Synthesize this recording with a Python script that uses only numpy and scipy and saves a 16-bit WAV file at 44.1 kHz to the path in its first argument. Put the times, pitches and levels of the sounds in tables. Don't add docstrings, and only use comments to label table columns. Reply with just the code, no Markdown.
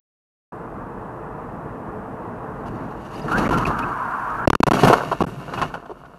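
import sys
import numpy as np
from scipy import signal
from scipy.fft import rfft, irfft, next_fast_len
from scipy.io import wavfile
from scipy.ndimage import uniform_filter1d, map_coordinates

SR = 44100
rng = np.random.default_rng(int(sys.argv[2]) if len(sys.argv) > 2 else 0)


def waveform_to_disk(signal):
    frames = np.transpose(np.atleast_2d(signal))
    scaled = np.clip(frames, -1, 1) * 32767
    samples = np.round(scaled).astype(np.int16)
    wavfile.write(sys.argv[1], SR, samples)


N = 272641
IMPACT = 4.47


def amp(db):
    return 10 ** (np.asarray(db) / 20)


def unit(x):
    return x / np.sqrt(np.mean(x ** 2) + 1e-20)


def clock():
    return np.arange(N) / SR


def after(s, rise):
    return np.clip((clock() - s) / rise + .5, 0, 1)


def between(start, end, rise, fall):
    return after(start, rise) * (1 - after(end, fall))


def wobble(rate):
    knots = rng.standard_normal(int(N * rate / SR) + 4)
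    return map_coordinates(knots, [clock() * rate])


def shape(points, hz):
    f, db = np.transpose(points)
    return amp(np.interp(np.log(hz + 1), np.log(f + 1), db))


def resonances(modes, hz):
    return sum(amp(db) / np.hypot(1, 2 * (hz - f) / width) for f, width, db in modes)


def filtered(x, gain):
    m = 2 * next_fast_len(len(x) // 2 + 4096)
    log_gain = np.log(np.maximum(gain(np.fft.rfftfreq(m, 1 / SR)), 1e-6))
    cepstrum = irfft(log_gain, m)
    cepstrum[1:m // 2] *= 2
    cepstrum[m // 2 + 1:] = 0
    response = np.exp(rfft(cepstrum))
    return irfft(rfft(x, m) * response, m)[:len(x)]


def coloured(x, points):
    return unit(filtered(x, lambda hz: shape(points, hz)))


def noise(points):
    return coloured(rng.standard_normal(N), points)


def contacts(size, rate, rub):
    ticks = (rng.random(size) < rate / SR) * rng.standard_normal(size)
    return unit(ticks) + rub * rng.standard_normal(size)


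def cabin(x, wet=0.6, t60=0.1):
    t = np.arange(SR // 10) / SR
    tail = rng.standard_normal(len(t)) * amp(-60 * t / t60)
    reflected = signal.fftconvolve(x, tail / np.linalg.norm(tail))[:len(x)]
    return unit(x + wet * reflected)


BUILD_DB_PER_S = (88, 91, 46.5)


def shaking(rows):
    t, power = clock(), np.zeros((3, N))
    for s, hold, fall, *levels_db in rows:
        early, late = np.maximum(s - t, 0), np.maximum(t - s - hold, 0)
        for layer, (db, build) in enumerate(zip(levels_db, BUILD_DB_PER_S)):
            power[layer] += amp(db - build * early - fall * late) ** 2
    return np.sqrt(power)


# f/Hz, level/dB [dB per Hz]
HISS = [(200, -20), (3000, -3), (7000, -5), (13000, -5)]


def microphone_hiss(level_db=-74):
    return amp(level_db) * noise(HISS)


# t/s, hold/s, fall/(dB/s), rumble level/dB, roar level/dB, buzz level/dB
SHUDDERS = [(2.77, 0.063, 112, -29, -48, -60.5), (3.38, 0.16, 133, -19, -24.5, -41),
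            (3.67, 0.019, 100, -22, -30, -46), (3.83, 0.04, 78, -28.5, -35, -54.5),
            (4.39, 0.065, 60, -32.5, -39, -70)]


def shudders():
    return shaking(SHUDDERS)


# f/Hz, level/dB [dB per Hz]
RUMBLE = [(20, -2), (48, 8.5), (75, -5.5), (118, 2.5), (150, 0.5), (190, 1), (340, -3), (440, -25),
          (750, -101.5)]
# f/Hz, level/dB [dB per Hz]
ROAR = [(180, -24), (300, -10), (346, -1.5), (387, -10.5), (427, 2), (545, -6.5), (615, -6), (672, -4),
        (1140, -5), (1230, -8.5), (1740, -17.5), (2310, -32.5), (2530, -29), (3290, -44), (4200, -52.5),
        (5460, -83), (9240, -120)]
# f/Hz, level/dB
TONES = [(48.4, -74), (118.4, -48), (425.3, -56), (624.5, -50), (8516, -84)]
RUMBLE_DB, ROAR_DB, AIR_DB, GAIN_DB_PER_S = -35, -36.5, -69.5, 1.0
LOCK_S, LOCK_TAKES_S, RUMBLE_DROP_DB, ROAR_DROP_DB = 3.28, 1, -6.5, -7.5


def road(shaken_rumble, shaken_roar):
    growth_db, locked = GAIN_DB_PER_S * clock(), after(LOCK_S, LOCK_TAKES_S)
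    bounce = np.hypot(amp(RUMBLE_DB + growth_db + RUMBLE_DROP_DB * locked), shaken_rumble)
    tread = np.hypot(amp(ROAR_DB + growth_db + ROAR_DROP_DB * locked), shaken_roar)
    rumble = bounce * unit(amp(1.2 * wobble(24.76)) * noise(RUMBLE))
    roar = tread * amp(0.46 * wobble(14)) * noise(ROAR)
    air = amp(AIR_DB + growth_db) * noise(HISS)
    drone = np.zeros(N)
    for hz, db in TONES:
        phase = 2 * np.pi * hz * clock() + 0.76 * wobble(6.6)
        drone += amp(db) * np.sqrt(2) * np.sin(phase)
    return (rumble + roar + air + drone) * (1 - after(IMPACT, 0.016))


# t/s, length/s, f/Hz, glide/octaves, roughness [share of pitch], level/dB [at the peak of the swell]
SQUEAKS = [(3.152, 0.018, 4840, 0, 0.025, -49.5), (3.214, 0.013, 4850, -0.11, 0.019, -46),
           (3.301, .088, 1450, 0.5, 0.045, -20.5), (3.44, 0.035, 1975, 0.23, 0.088, -32.5),
           (3.519, 0.059, 1366, 0.02, 0.047, -21), (3.652, 0.015, 2480, -0.013, 0.052, -19.5),
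           (3.822, 0.024, 2510, 0.08, 0.03, -34), (4.426, 0.037, 1620, .1, 0.04, -32.5),
           (5.572, 0.015, 2640, 0.18, 0.0495, -35)]


def squeaks():
    out, waver = np.zeros(N), wobble(600)
    for s, length, hz, glide, rough, db in SQUEAKS:
        progress = np.clip((clock() - s) / length, 0, 1)
        pitch = hz * 2 ** (glide * (progress - .5)) * (1 + rough * waver)
        swell = np.sin(np.pi * progress)
        out += amp(db) * np.sqrt(2) * swell * np.sin(2 * np.pi * np.cumsum(pitch) / SR)
    return out


# f/Hz, level/dB [dB per Hz]
SCRUB = [(410, -36.5), (700, -7), (854, -4), (949, -0.5), (1100, -2.5), (1320, -5), (1390, -3.5),
         (1600, -5), (1950, -22.5), (2590, -27.5), (3400, -40), (4420, -77), (7480, -120)]
SKID_S, SKID_ATTACK_S, SKID_DB, SKID_HZ = 3.32, 0.17, -26.5, 1154


def skid(squeal=0.8, scrub=0.68, grit_db=-33):
    tyres = np.zeros(N)
    for ratio in (.86, .96, 1.06, 1.18):
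        hz = SKID_HZ * ratio * (1 + .04 * wobble(18) + .035 * wobble(220))
        tyres += amp(3.5 * wobble(35)) * np.sin(2 * np.pi * np.cumsum(hz) / SR)
    slide = squeal * unit(tyres) + scrub * noise(SCRUB)
    grit = amp(grit_db + wobble(30)) * coloured(contacts(N, rate=2300, rub=0.72), HISS)
    return amp(SKID_DB) * (slide + grit) * between(SKID_S, IMPACT, SKID_ATTACK_S, 0.01)


# f/Hz, level/dB [dB per Hz]
CRACK = [(1060, -51), (1800, 1.5), (2040, -12.5), (2160, -5), (2370, -6.5), (2720, -2.5), (3080, -8.5),
         (3700, -12), (4400, -10.5), (4980, -16), (5730, -12.5), (7410, -21), (9810, -22), (10800, -21.5),
         (13000, -25.5)]
# f/Hz, width/Hz, level/dB
TRIM = [(2134, 31, -2), (2850, 110, 3), (4530, 150, -10), (5740, 150, -19), (6750, 30, -5), (8700, 42, -14),
        (9500, 110, -6), (10780, 130, 1.5), (10500, 81, -14), (11500, 59, 5)]


def trim(x, ring=0.55):
    plastic = lambda hz: shape(CRACK, hz) * (1 + ring * resonances(TRIM, hz))
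    return cabin(unit(filtered(x, plastic)))


ROLL_BOOM_DB, ROLL_CLATTER_DB, ROLL_BUZZ_DB, ROLL_FADE_DB_PER_S = -33.5, -33, -49, 8.5


def rolling_out():
    return after(IMPACT, 0.017) * amp(-ROLL_FADE_DB_PER_S * np.maximum(clock() - IMPACT, 0))


def buzz(shaken, slide_db=-59):
    chatter = trim(contacts(N, rate=1500, rub=0.9) + .5 * contacts(N, rate=91, rub=0))
    clumps = amp(2.0 * wobble(45))
    sliding = amp(slide_db) * between(SKID_S, IMPACT, SKID_ATTACK_S, 0.015)
    tremor = sliding + amp(ROLL_BUZZ_DB) * rolling_out()
    return np.hypot(shaken, tremor) * clumps * chatter


# t/s, hold/s, fall/(dB/s), boom level/dB, clatter level/dB, buzz level/dB
HEAVES = [(4.74, 0.13, 50, -23, -22, -33), (5.26, 0.086, 60, -35, -60, -68),
          (5.57, 0.083, 118, -30, -31.5, -43.5)]


def heaves():
    return shaking(HEAVES) * after(IMPACT, 0.017)


# f/Hz, level/dB [dB per Hz]
BOOM = [(20, 3), (70, -4.5), (140, 8), (260, -4.5), (400, -6), (750, -40.5)]
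SWAY = [(20, 7), (50, 14), (80, 2), (160, -53)]
CLATTER = [(150, -25.5), (250, 3.5), (301, -1), (387, -2), (537, 0.5), (555, -4), (605, 1.5), (661, -1),
           (698, 6), (753, -5), (1000, -0.5), (1480, -3.5), (1890, -28.5), (2820, -31), (3400, -42),
           (4420, -66), (7480, -120)]


def wreck(heaved_boom, heaved_clatter, sway_db=-24.5):
    heave = np.hypot(heaved_boom, amp(ROLL_BOOM_DB) * rolling_out())
    scatter = np.hypot(heaved_clatter, amp(ROLL_CLATTER_DB) * rolling_out())
    lurch = amp(2.5 * wobble(25))
    pieces = contacts(N, rate=400, rub=.55)
    boom = heave * lurch * noise(BOOM)
    sway = amp(sway_db) * np.sqrt(heave) * noise(SWAY)
    clatter = scatter * amp(1.1 * wobble(35)) * coloured(pieces, CLATTER)
    return (boom + sway + clatter) * after(IMPACT, 0.017)


def burst(x, length, t60):
    t = np.arange(SR // 5) / SR
    envelope = amp(-60 * np.maximum(t - length, 0) / t60) * (1 - np.exp(-t / .0003))
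    x = x[-len(t):] * envelope
    return x / np.sqrt(np.mean(x[t <= length + .001] ** 2))


# f/Hz, level/dB [dB per Hz]
THUD = [(25, 0), (70, -17.5), (140, 2), (300, -2), (420, -7), (800, -55)]
KNOCK = [(180, -15.5), (300, -1), (402, 0.5), (561, -2.5), (675, -1.5), (1120, -4.5), (1270, -11.5),
         (1440, -2), (1680, -15), (1900, -23), (2470, -66), (4180, -120)]
# f/Hz, width/Hz, level/dB
PANELS = [(344, 93, -3), (680, 30, -12), (960, 15, -5), (1063, 11, 3.5), (1322, 116, -3)]


def blows(rows, weight_db, thud_db_per_octave=-5, thud_t60=0.11, knock_t60=0.068, crack_t60=0.071,
          octaves=0.85, ring=2.05):
    size = SR // 4
    out = np.zeros(N + SR)
    for s, length, db, knock_hz, crack_db in rows:
        place = lambda hz: np.exp(-(np.log2((hz + 1) / knock_hz) / octaves) ** 2 / 2)
        panel = lambda hz: shape(KNOCK, hz) * (1 + ring * resonances(PANELS, hz)) * place(hz)
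        thud = burst(coloured(rng.standard_normal(size), THUD), length, thud_t60)
        knock = burst(filtered(contacts(size, rate=900, rub=.45), panel), length, knock_t60)
        crack = burst(trim(contacts(size, rate=800, rub=.55)), length, crack_t60)
        thud_db = weight_db + thud_db_per_octave * np.log2(knock_hz / 1000)
        blow = amp(db) * (knock + amp(thud_db) * thud) + amp(crack_db) * crack
        out[round(s * SR):][:len(blow)] += blow
    return out[:N]


# t/s, contact length/s, knock level/dB, favoured f/Hz, crack level/dB
KNOCKS = [(2.656, 0.028, -39, 910, -53.5), (3.134, 0.012, -42, 830, -48), (3.282, 0.007, -25, 1700, -47),
          (3.314, 0.01, -24.5, 1450, -38.5), (3.703, 0.004, -21.5, 730, -54),
          (3.786, 0.0058, -25.5, 1280, -39.5), (4.899, 0.014, -8.5, 620, -33),
          (4.928, 0.0078, -7, 820, -23.5), (5.003, 0.01, -22.5, 950, -45.5), (5.115, 0.011, -17, 900, -37),
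          (5.536, 0.0028, -26, 1000, -33), (5.576, 0.023, -27, 950, -38), (5.641, 0.0038, -28, 1320, -53),
          (5.739, 0.014, -27, 1130, -39), (5.856, 0.0063, -38.5, 870, -53), (5.895, 0.022, -31, 540, -56),
          (6.053, 0.0098, -44, 1390, -56)]


def knocks():
    return blows(KNOCKS, weight_db=-25.5)


# t/s, contact length/s, knock level/dB, favoured f/Hz, crack level/dB
JOLTS = [(3.243, 0.012, -30.5, 396, -60), (3.378, 0.013, -25, 600, -32), (3.491, 0.0083, -22.5, 640, -40),
         (3.528, 0.0089, -22.5, 600, -35.5), (3.574, 0.0065, -25, 820, -35), (3.65, 0.0088, -28, 1160, -43),
         (3.665, 0.015, -26.5, 695, -36), (4.474, 0.0053, -8.5, 484, -23), (4.501, 0.0037, -8.5, 730, -21),
         (4.531, 0.0036, -12.5, 1190, -31), (4.5511, 0.0041, -13.5, 900, -24.5),
         (4.603, 0.0041, -17.5, 327, -33.5), (4.6304, 0.0069, -10.5, 1250, -21.5),
         (4.667, 0.02, -16, 716, -30.5), (4.709, 0.014, -14.5, 920, -29.5), (4.734, 0.012, -18, 920, -29),
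         (4.832, 0.02, -11, 676, -25.5), (4.872, 0.016, -13, 930, -24.5),
         (5.206, 0.0022, -14.5, 580, -33.5), (5.214, 0.011, -18.5, 740, -33), (5.237, 0.013, -25, 442, -51),
         (5.616, 0.012, -17.5, 1160, -27)]


def jolts():
    return blows(JOLTS, weight_db=-1.5)


def softened(x, dull_hz=4000):
    soft = signal.lfilter(*signal.butter(1, dull_hz, fs=SR), x)
    return x + after(5.32, 0.8) * (soft - x)


def scene():
    rumble, roar, shudder_buzz = shudders()
    boom, clatter, heave_buzz = heaves()
    driving = road(rumble, roar) + skid() + squeaks()
    hits = jolts() + knocks()
    rattling = softened(hits + buzz(shudder_buzz + heave_buzz))
    return (driving + rattling + wreck(boom, clatter) + microphone_hiss())[None]


# start t/s, end t/s
OVERLOADS = [(3.480, 3.508), (3.644, 3.667), (4.456, 4.737), (5.226, 5.265)]


def overload(x, leak_db=-48, thump_time=0.00075, thump_db=-1):
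    spells = sum(between(start, end, 0.0014, 0.00017) for start, end in OVERLOADS)
    freed = sum(between(s, s + length, 0.00017, 0.0014) for s, length, *_ in JOLTS)
    pinned = np.clip(spells - freed, 0, 1)
    force = np.sqrt(np.abs(uniform_filter1d(x ** 2, size=256)))
    sticking = force * np.maximum(np.diff(pinned, prepend=0), 0)
    u = np.arange(SR // 50) / SR / thump_time
    thumps = signal.fftconvolve(sticking, u * np.exp(1 - u))[:N]
    return x * (1 - pinned + amp(leak_db) * pinned) + amp(thump_db) * thumps


START, TOP_HZ = 0.522, 13250


def record(dry, bass_hz=115):
    x = overload(dry[0] * after(START, 0.0036))
    x = signal.lfilter(*signal.butter(1, bass_hz, "highpass", fs=SR), x)
    x = x / (1 + np.abs(x) ** 6) ** (1 / 6)
    hz = np.fft.rfftfreq(N, 1 / SR)
    top_cut = np.clip((TOP_HZ - hz) / 300 + .5, 0, 1)
    return irfft(rfft(x) * top_cut, N)[None]


dry = scene()
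out = record(dry)
waveform_to_disk(out)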